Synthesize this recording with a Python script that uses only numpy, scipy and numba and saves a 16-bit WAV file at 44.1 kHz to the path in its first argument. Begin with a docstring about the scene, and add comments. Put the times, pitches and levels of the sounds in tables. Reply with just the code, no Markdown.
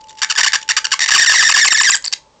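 """A faint hiss and a thin steady whine come first, then the weak, broken buzzes of a high-voltage arc in a workshop.
The buzz soon grows loud: the arc restrikes about 850 to 8000 times a second in short runs whose rate often sags
as it stretches, until it breaks and sputters. Each spark is a pulse, with the hiss of hot gas added to ragged runs.
The whine is a sine, the hiss beneath is filtered noise, the short room tail is decaying noise convolved with the
arc, and the microphone stage flattens the loudest peaks."""
import sys
import numpy as np
from scipy import signal
from scipy.fft import rfft, irfft
from scipy.io import wavfile
from scipy.ndimage import uniform_filter1d
from numba import njit

SR = 44100
rng = np.random.default_rng(int(sys.argv[2]) if len(sys.argv) > 2 else 0)


def wav_record(signal):
    """Record a signal, one row per channel, as 16-bit PCM in the file named by sys.argv[1]."""
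    frames = np.transpose(np.atleast_2d(signal))
    bounded = np.clip(frames, -1, 1)
    # unit amplitude maps onto the largest positive 16-bit level
    quanta = np.round(bounded * 32767).astype(np.int16)
    wavfile.write(sys.argv[1], SR, quanta)


def natural_amplitude(level_db):
    """Convert a level in decibels to a linear amplitude factor, elementwise."""
    exponent = np.asarray(level_db, float) / 20
    return 10 ** exponent


N = 105840  # length in samples


def unit(x):
    """Normalisation: scale a signal to an rms of 1."""
    return x / np.sqrt(np.mean(x ** 2))


def colour(x, points, size=1024):
    """Minimum-phase filtering: the folded cepstrum turns (f/Hz, gain/dB) points into a causal response."""
    p = np.array(points)
    f = np.arange(size + 1) * SR / size / 2
    gain_db = np.interp(np.log(f + 1), np.log(p[:, 0]), p[:, 1])
    cepstrum = irfft(np.log(natural_amplitude(gain_db)))
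    cepstrum[1:size] *= 2
    cepstrum[size + 1:] = 0
    response = irfft(np.exp(rfft(cepstrum)))
    return signal.fftconvolve(x, response)[:N]


def walk(hz):
    """Random modulation: a new Gaussian level every 1 / hz seconds, joined by ramps, with an rms of 1."""
    hold = int(SR / hz)
    levels = np.repeat(rng.standard_normal(N // hold + 1), hold)
    return unit(uniform_filter1d(levels, hold)[:N])


# spectral shape of the noise floor: (f/Hz, relative level/dB)
FLOOR_SHAPE = [(18, -27.5), (30, -5.5), (319, -11.5), (607, -5.5), (717, -20), (868, -3.5), (1470, -21),
               (6000, -22), (8180, -28.5), (9000, -52), (11700, -88.5), (19800, -120)]
FLOOR_DB = -52.5  # rms level


def noise_floor():
    """Stationary random noise: white noise shaped in frequency and set to a fixed rms level."""
    return natural_amplitude(FLOOR_DB) * unit(colour(rng.standard_normal(N), FLOOR_SHAPE))


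# level of the whine before the microphone stage: (t/s, rms level/dB)
WHINE_LEVEL = [(0, -41.5), (.9, -43), (1.1, -48), (1.3, -83), (2.4, -59)]
WHINE_HZ = 873


def whine():
    """Pure tone: a sine of constant frequency that fades after 1.1 s as the arc burns on, then creeps up faintly."""
    t = np.arange(N) / SR
    points = np.array(WHINE_LEVEL)
    rms = natural_amplitude(np.interp(t, points[:, 0], points[:, 1]))
    return np.sqrt(2) * rms * np.sin(2 * np.pi * WHINE_HZ * t)


DRIVER_HZ, LOCK_BELOW_HZ = 24050., 2700.  # ultrasonic driver; rate below which restrikes follow its cycles


@njit
def strikes(hz, scatter, late, size, driver, lock):
    """Relaxation oscillation: a spark at each wrap of the phase, then a new period drawn for the next cycle."""
    out, phase, step = np.zeros(len(hz) + 1), 0., .1
    for i in range(len(hz)):
        phase += step
        if phase >= 1:
            # share the spark between two samples to place it between them
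            late_part = (phase - 1) / step
            out[i] += size[i] * late_part
            out[i + 1] += size[i] * (1 - late_part)
            rate = hz[i] * np.exp(scatter[i] * late[i])
            if rate < lock:
                # slow periods last a whole number of driver cycles
                rate = driver / np.round(driver / rate)
            step = rate / SR
            phase = late_part * step
    return out[:-1]


# runs of restrikes before drift and flutter:
# (start t/s, length t/s, first rate f/Hz, last rate f/Hz, level/dB, timing scatter 0-1)
RUNS = [ (.007, 0.0098, 3623, 3524, -44, 0.18), (.038, .007, 3004, 3599, -44.5, 0.24),
        (0.07, 0.0043, 3486, 3492, -45, 0.34), (0.084, 0.0046, 3611, 3500, -39, 0.22),
        (.093, .009, 3611, 3505, -34, 0.16), (.103, .007, 3992, 3989, -39.5, 0.35),
        (0.113, 0.0038, 3654, 3504, -40, 0.23), (0.128, 0.0051, 4507, 4500, -44.5, .3),
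        (0.152, 0.0061, 3500, 3502, -49, 0.46), (0.172, 0.0078, 3003, 3019, -35, .3),
        (0.183, 0.021, 2998, 3561, -37, 0.21), (0.206, 0.0053, 2921, 2903, -32.5, .2),
        (0.218, .017, 1606, 1209, -12.5, .1), (.234, 0.0084, 1756, 1736, -12.5, .1),
        (0.244, .004, 1600, 1493, -17, .3), (.29, 0.0076, 2990, 3000, -30.5, .3),
        (0.299, .018, 1543, 1256, -12, .1), (0.323, 0.0038, 1610, 1503, -9.5, 0.21),
        (0.353, .003, 1497, 1496, -15.5, 0.32), (0.36, .008, 1692, 1599, -12.5, 0.02),
        (.374, 0.028, 1605, 955, -10.5, 0.2), (0.405, 0.012, 1857, 1849, -10, 0.12),
        (0.432, 0.024, 1951, 959.5, -8.5, 0.13), (.462, 0.0072, 1101, 904, -11.5, 0.11),
        (0.469, .016, 1477, 2011, -8.5, 0.06), (0.521, .002, 2000, 2000, -16.5, .3),
        (0.532, 0.018, 1595, 956.8, -12, 0.12), (0.553, 0.012, 1550, 1900, -10, 0.2),
        (.613, 0.0078, 3000, 3000, -33.5, .3), (0.627, .005, 3000, 2992, -30.5, 0.27),
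        (.678, .004, 3003, 2471, -28.5, 0.31), (.69, 0.013, 1554, 1200, -9.5, 0.09),
        (.705, 0.015, 1859, 1897, -9.5, 0.08), (0.766, 0.015, 1554, 1048, -10.5, 0.14),
        (0.781, 0.0093, 1793, 1833, -10.5, 0.14), (0.844, 0.014, 1549, 1296, -14, 0.14),
        (0.8684, .001, 2862, 2900, -9.5, .3), (0.908, 0.0056, 2795, 2805, -30, .3),
        (0.916, 0.027, 1743, 950, -9.5, 0.06), (.992, 0.0046, 1802, 1803, -10.5, 0.25),
        (1.005, 0.044, 1898, 1800, -11.5, 0.1), (1.06, .003, 1995, 1988, -9.5, .3),
        (1.067, .004, 2503, 2499, -24.5, 0.23), (1.078, .021, 1918, 844.8, -12, 0.07),
        (1.106, 0.046, 1797, 1713, -11, 0.14), (1.151, 0.022, 1505, 897.4, -9, 0.07),
        (1.178, 0.0051, 2500, 2044, -10.5, .05), (1.183, .014, 1860, 1845, -8, 0.03),
        (1.197, .013, 1800, 1550, -9.5, 0.08), (1.21, 0.041, 1950, 1447, -11, .07),
        (1.261, .011, 1586, 1199, -8, 0.09), (1.268, 0.0057, 2110, 1996, -8, 0.02),
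        (1.274, .016, 1851, 1840, -6.5, 0.02), (1.291, 0.034, 1800, 1600, -9.5, 0.07),
        (1.327, 0.02, 1507, 854, -8.5, 0.08), (1.347, 0.014, 2100, 1992, -9.5, 0.07),
        (1.361, 0.019, 1873, 1650, -10.5, 0.03), (1.38, 0.041, 1957, 1454, -7, .04),
        (1.424, 0.0095, 1290, 900, -7.5, 0.09), (1.434, 0.047, 1902, 1803, -9.5, 0.06),
        (1.484, .019, 1700, 895.4, -5.5, 0.07), (1.503, 0.0054, 7088, 7452, -5.5, 0),
        (1.512, 0.014, 2617, 1909, -5.5, 0.1), (1.54, 0.021, 1903, 1485, -7, .03),
        (1.561, 0.012, 1400, 850.4, -12.5, 0.1), (1.575, 0.025, 1706, 1900, -7, 0.11),
        (1.602, .017, 2058, 2066, -11.5, 0.04), (1.615, .028, 1857, 1695, -7.5, 0.01),
        (1.645, .015, 1493, 897, -8, 0.09), (1.662, .009, 7273, 7346, -11.5, 0),
        (1.67, .017, 2609, 1720, -8.5, 0.06), (1.686, .006, 1776, 1808, -33.5, 0.35),
        (1.706, .017, 1909, 1700, -6.5, .01), (1.721, 0.012, 1550, 896.6, -7.5, .04),
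        (1.732, 0.0085, 7288, 7346, -11.5, .03), (1.743, .018, 1783, 1650, -7.5, 0.01),
        (1.762, 0.024, 2107, 1900, -12, 0.08), (1.785, 0.02, 1912, 1652, -5.5, 0.01),
        (1.805, .012, 1306, 900, -11.5, .06), (1.817, .014, 7300, 8000, -12, 0.05),
        (1.833, 0.0047, 2500, 2173, -9, .05), (1.839, .025, 1998, 1948, -10, 0.06),
        (1.867, .028, 1829, 1504, -8, 0.01), (1.894, 0.0098, 1300, 995.5, -8.5, 0.14),
        (1.902, .011, 7593, 8000, -11, 0.01), (1.917, 0.0065, 2509, 2290, -7, .05),
        (1.923, .017, 1945, 2016, -11.5, 0), (1.941, 0.014, 1737, 1295, -9, 0.01),
        (1.951, .008, 7680, 7504, -9.5, 0.09), (1.965, .002, 7800, 7814, -0.5, .05),
        (1.972, .002, 7400, 7400, -12, 0.14), (1.986, 0.00096, 7490, 7494, -29.5, .1),
        (2.024, .002, 7000, 7000, -26, .2), (2.042, .007, 4400, 4425, -16.5, 0.24),
        (2.053, 0.0023, 7300, 7300, -14.5, 0.09), (2.06, 0.0044, 4512, 4493, -17, 0.14),
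        (2.072, 0.0043, 4553, 4740, -19.5, 0.08), (2.079, 0.0021, 4600, 4591, -14, 0.09),
        (2.119, 0.0019, 4975, 5100, -31.5, 0.42), (2.126, .012, 5204, 4200, -14, 0.15)]
EDGE_S, SAG_BEND = .0007, 1.6  # half-width of a run's rise and fall; over 1 the rate bends late in the run
WANDER, WANDER_HZ = .03, 250.55  # rms share by which the rate drifts, and how often it turns
PATCH_DB, PATCH_HZ = 4, 160  # most the timing scatter swings either way, and how often
SIZE_DB = 2  # rms scatter of spark size when ragged
FLUTTER_DB, FLUTTER_HZ = 4, 349.8  # rms flutter of the level, and how often it turns
FIZZ_DB = -3  # hiss of hot gas at a timing scatter of 1


def arc():
    """Repeated spark discharge: pulse trains and gas hiss share an envelope; ragged stretches vary in time and size."""
    t = np.arange(N) / SR
    hz, scatter, envelope = np.full(N, 2000.), np.zeros(N), np.zeros(N)
    for start, length, first_hz, last_hz, db, rough in RUNS:
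        end = start + length
        i = slice(int((start - EDGE_S) * SR), int((end + EDGE_S) * SR))
        along = np.clip((t[i] - start) / length, 0, 1)
        hz[i] = first_hz * (last_hz / first_hz) ** (along ** SAG_BEND)
        scatter[i] = np.clip(rough, 0, 1)
        edge = np.minimum(t[i] - start, end - t[i]) / EDGE_S
        gate = np.clip((edge + 1) / 2, 0, 1)
        envelope[i] = np.maximum(envelope[i], natural_amplitude(db) * gate)
    hz = hz * (1 + WANDER * walk(WANDER_HZ))
    scatter = scatter * natural_amplitude(PATCH_DB * np.tanh(walk(PATCH_HZ)))
    late, size_draw = rng.standard_normal((2, N))
    size = natural_amplitude(SIZE_DB * np.tanh(10 * scatter) * size_draw)
    sparks = strikes(hz, scatter, late, size, DRIVER_HZ, LOCK_BELOW_HZ)
    sparks = sparks * np.sqrt(SR / hz)  # equal power at every rate
    pulses = sparks - uniform_filter1d(sparks, size=200)  # remove the slow mean
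    fizz = natural_amplitude(FIZZ_DB) * scatter * rng.standard_normal(N)
    flutter = natural_amplitude(FLUTTER_DB * walk(FLUTTER_HZ))
    scale = np.std(colour(rng.standard_normal(N), SPARK_COLOUR))  # undo the gain of the direct colour
    return envelope * flutter * (pulses + fizz) / scale


# colour of a spark at the microphone: (f/Hz, gain/dB)
SPARK_COLOUR = [(100, -41.5), (440, -30.5), (530, -16.5), (630, -26.5), (800, -7), (1100, -1.5),
                (1400, -11.5), (1750, 0.5), (2300, -7.5), (2900, -1.5), (3300, -11), (3700, -5),
                (4100, -11.5), (4600, 0), (5200, -7.5), (5650, 1.5), (6100, -9.5), (6700, -9.5), (7250, -4),
                (7700, -13), (8300, -23), (9000, -30), (12000, -30.5)]


def direct_sound(source):
    """Linear filtering on the direct path: resonant peaks and dips colour each spark."""
    return colour(source, SPARK_COLOUR)


# colour of a spark in the room: (f/Hz, gain/dB)
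ECHO_COLOUR = [(100, -32.5), (400, -19.5), (800, -5), (1200, -5.5), (1800, 1.5), (2400, -2), (3500, -5),
               (5000, -4.5), (7000, -5), (8300, -19.5), (12000, -29.5)]
ROOM_T60_S, ROOM_DB, ROOM_GAP_S = 0.2, -15.5, 0.0023  # decay by 60 dB, gain of the tail, gap before it


def room(source):
    """Reverberation: dense reflections, as exponentially decaying noise, follow after a short gap."""
    t = np.arange(SR // 2) / SR
    decay = np.exp(-np.log(1000) * t / ROOM_T60_S)
    tail = rng.standard_normal(len(t)) * decay * (t > ROOM_GAP_S)
    tail = tail / np.sqrt(np.sum(tail ** 2))
    return natural_amplitude(ROOM_DB) * signal.fftconvolve(colour(source, ECHO_COLOUR), tail)[:N]


def scene():
    """Superposition: the whine adds to the arc heard directly and through the room."""
    source = arc()
    return (whine() + direct_sound(source) + room(source))[None]


def squash(x, top, order):
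    """Saturation: a soft clip at +-top, with a sharper knee at higher order."""
    return x / (1 + np.abs(x / top) ** order) ** (1 / order)


OVERLOAD, CEILING = .66, .73  # amplitudes at which the microphone stage and the output flatten peaks
LOW_HZ, TOP_HZ = 381, 8620  # band passed between the two


def band_limit(x):
    """A steep low-pass at the top of the band."""
    return signal.sosfilt(signal.butter(12, 16470, fs=SR, output="sos"), x)


def record(dry):
    """Saturation and band limiting: the microphone stage overloads, bass and treble are cut, noise joins, peaks clip."""
    overloaded = squash(dry, OVERLOAD, order=4)
    bass_cut = signal.butter(1, LOW_HZ, "high", fs=SR, output="sos")
    treble_cut = signal.ellip(6, .5, 50, TOP_HZ, fs=SR, output="sos")
    band = signal.sosfiltfilt(treble_cut, signal.sosfilt(bass_cut, overloaded))
    mix = squash(band + noise_floor(), CEILING, order=16)
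    return band_limit(mix)


dry = scene()
out = record(dry)
wav_record(out)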